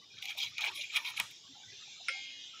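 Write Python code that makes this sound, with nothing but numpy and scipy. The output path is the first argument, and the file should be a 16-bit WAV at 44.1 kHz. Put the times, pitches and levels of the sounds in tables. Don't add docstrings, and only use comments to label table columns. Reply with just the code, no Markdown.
import sys
import numpy as np
from scipy import signal
from scipy.io import wavfile
from scipy.ndimage import uniform_filter1d

SR = 44100
rng = np.random.default_rng(int(sys.argv[2]) if len(sys.argv) > 2 else 0)


def gain_from_decibels(decibels):
    exponent = np.asarray(decibels, float) / 20
    return 10 ** exponent


def generate_wav(sig):
    pcm = np.round(np.clip(np.atleast_2d(sig).T, -1, 1) * 32767).astype(np.int16)
    wavfile.write(sys.argv[1], SR, pcm)


N = 114660

# (frequency [Hz], gain [dB])
HISS_COLOUR = [(880, -53), (1500, -21.5), (2120, -12.5), (2370, -6), (2630, -5), (2880, -1), (3270, 1.5),
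               (3830, 3), (4500, -8), (5300, -4), (6520, -6.5), (7460, -10.5), (8410, -47), (9000, -32.5),
               (11700, -71)]
# (time [s], level before the lifts [dB], lower edge lift [dB], upper edge lift [dB])
HISS_SWELL = [(0, -58, -23, -17), (.15, -55.5, -22, -7), (.45, -54, 9, -3.5), (1.0, -52, -4.5, 2.5),
              (1.3, -54.5, 3.5, 0), (1.4, -54, -10, -2), (1.62, -55, -3.5, 2.5), (1.7, -51.5, -0.5, -1.5),
              (1.95, -52.5, 2.5, 1), (2.02, -51.5, -15, -2), (2.1, -50, 8, 1), (2.4, -51.5, 1.5, -3.5),
              (2.47, -50.5, -5.5, -1), (2.6, -54, 6.5, -1)]
# (frequency [Hz], depth [dB])
HISS_PATCHINESS = [(1500, 8), (2800, 7.5), (3600, 4.5), (4500, 6.5), (5600, 6), (7600, 5.5)]
# (from [Hz], to [Hz])
HISS_LOWER_EDGE = (1500, 2750)
# (from [Hz], to [Hz])
HISS_UPPER_EDGE = (6300, 8200)
# (frequency [Hz], gain [dB])
FLOOR_COLOUR = [(30, -56.5), (70, -8.5), (100, -2), (160, -5.5), (400, -7.5), (560, -12), (800, -10.5),
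                (1400, -20.5), (2500, -17), (7000, -15.5), (8500, -31.5), (15500, -32.5)]
# (time [s], level before a common trim [dB], pitch [Hz], length [s])
LOW_THUMPS = [(0.12, -60.5, 102, 0.12), (0.43, -59.5, 107, 0.16), (0.67, -52.5, 377, 0.073),
              (0.7, -63, 103.4, 0.1), (0.72, -62, 320, 0.089), (1.1, -62.5, 102, 0.27),
              (1.19, -55, 101, 0.078), (2.2, -70, 278, 0.42), (1.49, -54, 271, 0.05),
              (1.5, -62, 106, 0.073), (1.64, -59, 103, 0.13), (1.72, -56, 390, 0.039)]
# (time [s], level before a common trim [dB], pitch [Hz], length [s])
WATERY_BLIPS = [(0.015, -60.5, 1123, 0.05), (0.10, -53, 2447, 0.1), (0.19, -61, 1523, 0.067),
                (0.23, -54.5, 793, 0.14), (0.35, -56, 645, 0.045), (0.375, -50.5, 806, 0.053),
                (0.70, -55, 1126, 0.11), (0.78, -53, 577, 0.038), (1.435, -60.5, 1105, 0.061),
                (1.55, -55, 802, 0.12), (1.68, -53.5, 1993, 0.062), (1.85, -55, 2390, 0.086),
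                (1.0, -51.5, 943, 0.11), (1.06, -47, 985, 0.079), (1.72, -50, 2460, 0.056),
                (1.635, -64, 1550, 0.086), (1.3, -64, 2460, 0.11), (1.8, -60, 1260, 0.055),
                (1.81, -58, 1730, 0.031), (1.92, -52, 2350, 0.077), (1.875, -59.5, 823, 0.024),
                (2.0, -53, 725, 0.034), (2.09, -50.5, 516, 0.046), (2.13, -52.5, 780, 0.1),
                (2.53, -51, 1322, 0.076)]
# (frequency [Hz], relative level [dB], decay t60 before damping [s])
METAL_MODES = [(1373, 1, .13), (1588, -19, .6), (2059, -4, .1), (2132, -1, .85), (2223, 0, .33),
               (2299, -12, .45), (2487, -18, 5.0), (2552, -4, .12), (2880, -15, 5.0), (3199, -1, .07),
               (3273, -8, 3.0), (3591, -9, .15), (4048, -18, 2.7), (4247, -23, 3.2), (4613, -16, 1.4),
               (4791, -20, 3.0), (4985, -18, 2.6), (5173, -15, .87), (5370, -3, .1), (8699, -20, .17),
               (8930, -21, .15)]
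# (frequency [Hz], gain [dB])
CRACK_COLOUR = [(700, -58), (1200, -47), (1360, -1), (1860, -5.5), (2210, -0.5), (2730, -7), (3250, -5.5),
                (3600, -20), (4300, -24.5), (5400, -6), (6100, -34), (8060, -36), (8770, -20.5),
                (12000, -52), (15600, -66)]
# (time [s], level before trim [dB], treble relative to it before trim [dB])
BONE_CATCHES = [(0.2247, -26, -40), (0.2551, -25, -7), (0.2922, -34, -32), (0.38, -37, -31),
                (0.4344, -28, -25), (0.5808, -22, -22), (0.6085, -27.5, -5), (0.6471, -23.5, -25),
                (0.8128, -32, -30), (0.9649, -22.5, -37), (1.0497, -27, -30), (1.1752, -33, -8),
                (1.1992, -14.5, -2), (1.3128, -43, -24)]
# (frequency [Hz], width before broadening [Hz], relative level [dB])
BLADE_MODES = [(2290, 130, -1), (2450, 140, -1), (2890, 64, -4), (3250, 100, 0), (3590, 70, -3),
               (3740, 50, -4), (3980, 90, -2)]
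# (frequency [Hz], gain [dB])
GRIT_COLOUR = [(1000, -27.5), (1700, -35.5), (1990, -10), (2350, 3.5), (2850, -5), (3250, -1.5),
               (4000, -6.5), (4460, -11.5), (7030, -17), (8000, -41), (10400, -95.5)]
# (frequency [Hz], gain [dB])
BODY_COLOUR = [(150, -50), (250, -26), (392, -29), (848, -1), (900, 3.5), (1080, -12.5), (1170, 2),
               (1580, -6.5), (1900, 0), (2470, -64)]
# (frequency [Hz], gain [dB])
FIZZ_COLOUR = [(4710, -40.5), (8000, -2), (8430, -15.5), (8640, -7.5), (9630, -13.5), (9900, -5),
               (10400, 1), (12600, -11.5), (14400, -5.5), (15500, -11.5)]
# (time [s], grit level [dB], then relative to the grit:
# low blade ring [dB], flesh body [dB], edge fizz [dB])
SAW_STROKES = [
    [(0.17, -62.5, 5, -18, -48.5), (0.188, -48.5, -4, -32, -29), (0.196, -73, 18, -7, -36),
     (0.218, -82, 22, -21, -28.5), (0.222, -50, 1.5, -23, -7.5), (0.29, -42, -0.5, -32, -23.5),
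     (0.3, -40.5, 2.5, -17.5, -11.5), (0.35, -61, 3.5, -12, -20)],
    [(0.35, -61, 10, -12, -6), (0.36, -64, 7, -18, -24), (0.378, -46.5, 5, -11.5, -2),
     (0.39, -38, -4, -26, -16), (0.414, -38, -1.5, -25, -24), (0.43, -35.5, -8.5, -16.5, -20),
     (0.484, -48.5, 2.5, -22, -21), (0.495, -62, 4, -23, -8), (0.53, -63, -11, -23, -27)],
    [(0.531, -57, -5, -24, -29), (0.572, -57, 7, -25, -53), (0.582, -43, -6, -19.5, -12),
     (0.6, -53.5, 13.5, 6, -36), (0.616, -36.5, -3.5, -17.5, -22), (0.658, -44, 11, 0, -6),
     (0.69, -38, -1, -9.5, -30), (0.712, -71, -3, 15.5, 3), (0.72, -52, 7, -3, -13)],
    [(0.72, -60.5, 2, 1, -27), (0.756, -46, -0.5, -35, -6), (0.784, -41.5, -5, -24, -17),
     (0.792, -48.5, 5.5, -25, -10), (0.808, -44.5, 2, -32, -20), (0.816, -40.5, -0.5, -43, -20.5),
     (0.84, -50.5, 6.5, -20, -14), (0.858, -58, 12, -30, -17), (0.89, -67, 9, -31, -14)],
    [(0.89, -62, -7, -35, -15), (0.902, -58, 15, -28.5, -21), (0.916, -50, 1, -35, -27),
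     (0.928, -48, 0, -13.5, -19), (0.968, -32, 4.5, -11, -6.5), (1.0, -54.5, 8.5, 3.5, -12),
     (1.03, -62, 1, 4.5, -3)],
    [(1.03, -54, 5, -5, -8), (1.044, -64, 7, -11, -5), (1.048, -39.5, -1, -17, -23),
     (1.058, -47, 10, -17, -11), (1.066, -40.5, 0.5, -18, -17), (1.106, -44, 2.5, -8, -11),
     (1.112, -54, 7.5, -3.5, -12), (1.15, -58, 5, -4, -22)],
    [(1.15, -59.5, -4, -9, -25), (1.178, -37.5, 3, -18, -11.5), (1.19, -48.5, -1, -0.5, -8),
     (1.2, -36, 15, -2, -43), (1.216, -49, 2, -4, -16), (1.248, -56, -8, -0.5, -7.5),
     (1.296, -70, 7, 3, -14), (1.312, -57, -17, -24, -5), (1.35, -70, -12, -33, -28)],
]


def evened(x):
    return x / np.sqrt(np.mean(x ** 2) + 1e-20)


def drift(shape, size):
    noise = rng.standard_normal(shape)
    return evened(uniform_filter1d(uniform_filter1d(noise, size), size))


def read(points, hz):
    f, value = np.transpose(points)
    return np.interp(np.log(hz + 1), np.log(f + 1), value)


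def add(mix, s, sound):
    part = mix[round(s * SR):][:len(sound)]
    part += sound[:len(part)]


def band(x, hz, kind):
    return signal.sosfilt(signal.butter(4, hz, kind, fs=SR, output="sos"), x)


def resonate(x, hz, width):
    turn = np.exp(2j * np.pi * hz * np.arange(len(x)) / SR)
    r = np.exp(-np.pi * width / SR)
    return 2 * (turn * signal.lfilter([1 - r], [1, -r], x / turn + 1e-18)).real


def resonate_twice(x, hz, width):
    return resonate(resonate(x, hz, width), hz, width)


def colour(x, points, patch_db=0, size=256, bins=3, frames=8, top=3):
    hz, _, z = signal.stft(x, SR, nperseg=size, noverlap=size * 3 // 4)
    field = rng.standard_normal(z.shape[::-1]).T
    field = uniform_filter1d(uniform_filter1d(field, bins, 0), frames, 1)
    field = np.minimum(evened(field), top)
    field = 1.41 * np.tanh(field)
    depth = read(patch_db, hz)[:, None] if np.ndim(patch_db) else patch_db
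    z = z * gain_from_decibels(read(points, hz)[:, None] + depth * field)
    return signal.istft(z, SR, nperseg=size, noverlap=size * 3 // 4)[1][:len(x)]


def burst(points, t60, length=.3):
    t = np.arange(0, length, 1 / SR)
    gain_db = np.maximum(read(points, abs(np.fft.fftfreq(2048, 1 / SR))), -90)
    response = np.exp(np.conj(signal.hilbert(np.log(gain_from_decibels(gain_db)))))
    taps = np.fft.ifft(response).real[:1024]
    puff = rng.standard_normal(len(t)) * gain_from_decibels(-60 * t / t60) * np.minimum(t / .0005, 1)
    puff = signal.fftconvolve(puff, taps)[:len(t)]
    return 2 * puff / abs(puff).max()


def hiss():
    t = np.arange(N) / SR
    s, db, low_db, top_db = np.transpose(HISS_SWELL)
    bed = colour(rng.standard_normal(N), HISS_COLOUR, HISS_PATCHINESS, size=1024, bins=5, frames=18, top=0.92)
    bed = evened(bed)
    for edge_hz, lift_db in ((HISS_LOWER_EDGE, low_db), (HISS_UPPER_EDGE, top_db)):
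        edge = signal.sosfiltfilt(signal.butter(3, edge_hz, "band", fs=SR, output="sos"), bed)
        bed = bed + edge * (gain_from_decibels(np.interp(t, s, lift_db)) - 1)
    floor = evened(colour(rng.standard_normal(N), FLOOR_COLOUR, 1.56, size=1024, bins=4, frames=8))
    return bed * gain_from_decibels(np.interp(t, s, db)) + gain_from_decibels(-70) * floor


def fuzzy_tones(rows, width_hz):
    trim_db = -7.5
    out = np.zeros(N)
    for s, db, hz, length in rows:
        t = np.arange(0, length, 1 / SR)
        fuzz = resonate_twice(rng.standard_normal(SR // 2), hz, width_hz)
        fuzz = evened(fuzz[2000:][:len(t)])
        add(out, s, gain_from_decibels(db + trim_db) * fuzz * np.sin(np.pi * (t / length) ** 0.49))
    return out


def thumps():
    return fuzzy_tones(LOW_THUMPS, width_hz=50)


def blips():
    return fuzzy_tones(WATERY_BLIPS, width_hz=90)


def random_blips():
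    count = 45
    lowest = (0, -66, 1150, .02)
    spread = (N / SR - .1, 8, 1400, .03)
    return fuzzy_tones(rng.random((count, 4)) * spread + lowest, width_hz=90)


def knock():
    knock_s, bounce_s = 2.0835, .007
    ring_db, crack_db, bounce_db = -37.5, -23.5, -12
    waver_db, damp_db = 1, -5
    out, t = np.zeros(N), np.arange(0, .6, 1 / SR)
    ring = np.zeros(len(t))
    for (hz, db, t60), waver in zip(METAL_MODES, drift((len(METAL_MODES), len(t)), 900)):
        ring += gain_from_decibels(db - 60 * t / t60 + waver_db * waver) * np.sin(2 * np.pi * hz * t)
    add(out, knock_s, gain_from_decibels(ring_db + damp_db * (t / .5) ** 2) * np.minimum(t / .001, 1) * ring)
    add(out, knock_s, gain_from_decibels(crack_db) * burst(CRACK_COLOUR, t60=.04))
    add(out, knock_s + bounce_s, gain_from_decibels(crack_db + bounce_db) * burst(CRACK_COLOUR, t60=.07))
    return out


def blade(x):
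    wander_db, broadening = 2.5, 2.4
    out = np.zeros(N)
    for (hz, width, db), wander in zip(BLADE_MODES, drift((len(BLADE_MODES), N), 1500)):
        ring = resonate_twice(x, hz, broadening * width) / np.sqrt(width)
        out += gain_from_decibels(db + wander_db * wander) * ring
    return out


def snap():
    snap_s, thud_hz = 1.199, 200
    tail_colour = [(300, -40), (1000, 0), (3000, 7.5), (8000, 3), (15000, -15.0)]  # (Hz, dB)
    out, t = np.zeros(N), np.arange(0, .3, 1 / SR)
    thud = gain_from_decibels(-54 - 60 * t / 0.14) * np.sin(2 * np.pi * thud_hz * t)
    add(out, snap_s, thud * np.minimum(t / 0.0044, 1))
    add(out, snap_s, gain_from_decibels(-40.5) * burst(BODY_COLOUR, t60=0.082))
    add(out, snap_s, gain_from_decibels(-43.5) * burst(tail_colour, t60=0.36))
    return out


def catches():
    puff_trim_db, tick_trim_db, ring_db = -10, -11.5, -9
    out, puffs = np.zeros(N), np.zeros(N)
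    for s, db, treble_db in BONE_CATCHES:
        puff = gain_from_decibels(db + puff_trim_db) * burst(GRIT_COLOUR, t60=0.022)
        tick = gain_from_decibels(db + treble_db + tick_trim_db) * burst(FIZZ_COLOUR, t60=0.0075)
        add(puffs, s, puff)
        add(out, s, puff + tick)
    return out + gain_from_decibels(ring_db) * evened(blade(puffs)) * np.std(puffs)


def clumps():
    clump_db, clump_s = 1.5, .004
    return gain_from_decibels(clump_db * drift(N, round(clump_s * SR)))


def strokes():
    slips_per_s, slip_spread_db, ring_share = 6000, 1.8, .36
    split_hz, grit_top_hz = 2750, 7900
    t = np.arange(N) / SR
    s, level_db, low_db, body_db, fizz_db = np.vstack(SAW_STROKES).T

    slips = gain_from_decibels(slip_spread_db * np.minimum(rng.exponential(1, N), 4)) * rng.standard_normal(N)
    slips = slips * (rng.random(N) < slips_per_s / SR)
    slips = slips + 0.4 * rng.standard_normal(N)

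    ring = evened(blade(slips))
    crunch = evened(colour(slips, GRIT_COLOUR, patch_db=4, bins=2, frames=14))
    grit = ring_share * ring + (1 - ring_share) * crunch
    high = band(band(grit, split_hz, "high"), split_hz, "high")
    high = band(high, grit_top_hz, "low")
    low = band(grit, split_hz, "low")
    low = band(band(low, 1990, "high"), 1960, "high")
    body = colour(slips, BODY_COLOUR, 8.1, size=512, bins=2, frames=14)
    fizz = colour(rng.standard_normal(N), FIZZ_COLOUR, 8, bins=3, frames=60, top=3.0)

    out = np.zeros(N)
    for layer, db in ((high, 0), (low, low_db), (body, body_db), (fizz, fizz_db)):
        level = gain_from_decibels(np.interp(t, s, level_db + db, left=-120, right=-120))
        out += level * evened(layer * clumps())
    return out


def scene():
    mix = strokes() + catches() + snap() + knock()
    mix = mix + blips() + thumps() + random_blips() + hiss()
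    return mix[None]


def low_pass(x):
    return signal.sosfilt(signal.butter(12, 16510, fs=SR, output="sos"), x)


def record(dry):
    low_cut_hz, edge_hz = 68, 15700
    edge = signal.firwin(255, edge_hz, window=("kaiser", 4), fs=SR)[None]
    mix = signal.oaconvolve(band(dry, low_cut_hz, "high"), edge, "same")
    return low_pass(mix)


dry = scene()
out = record(dry)
generate_wav(out)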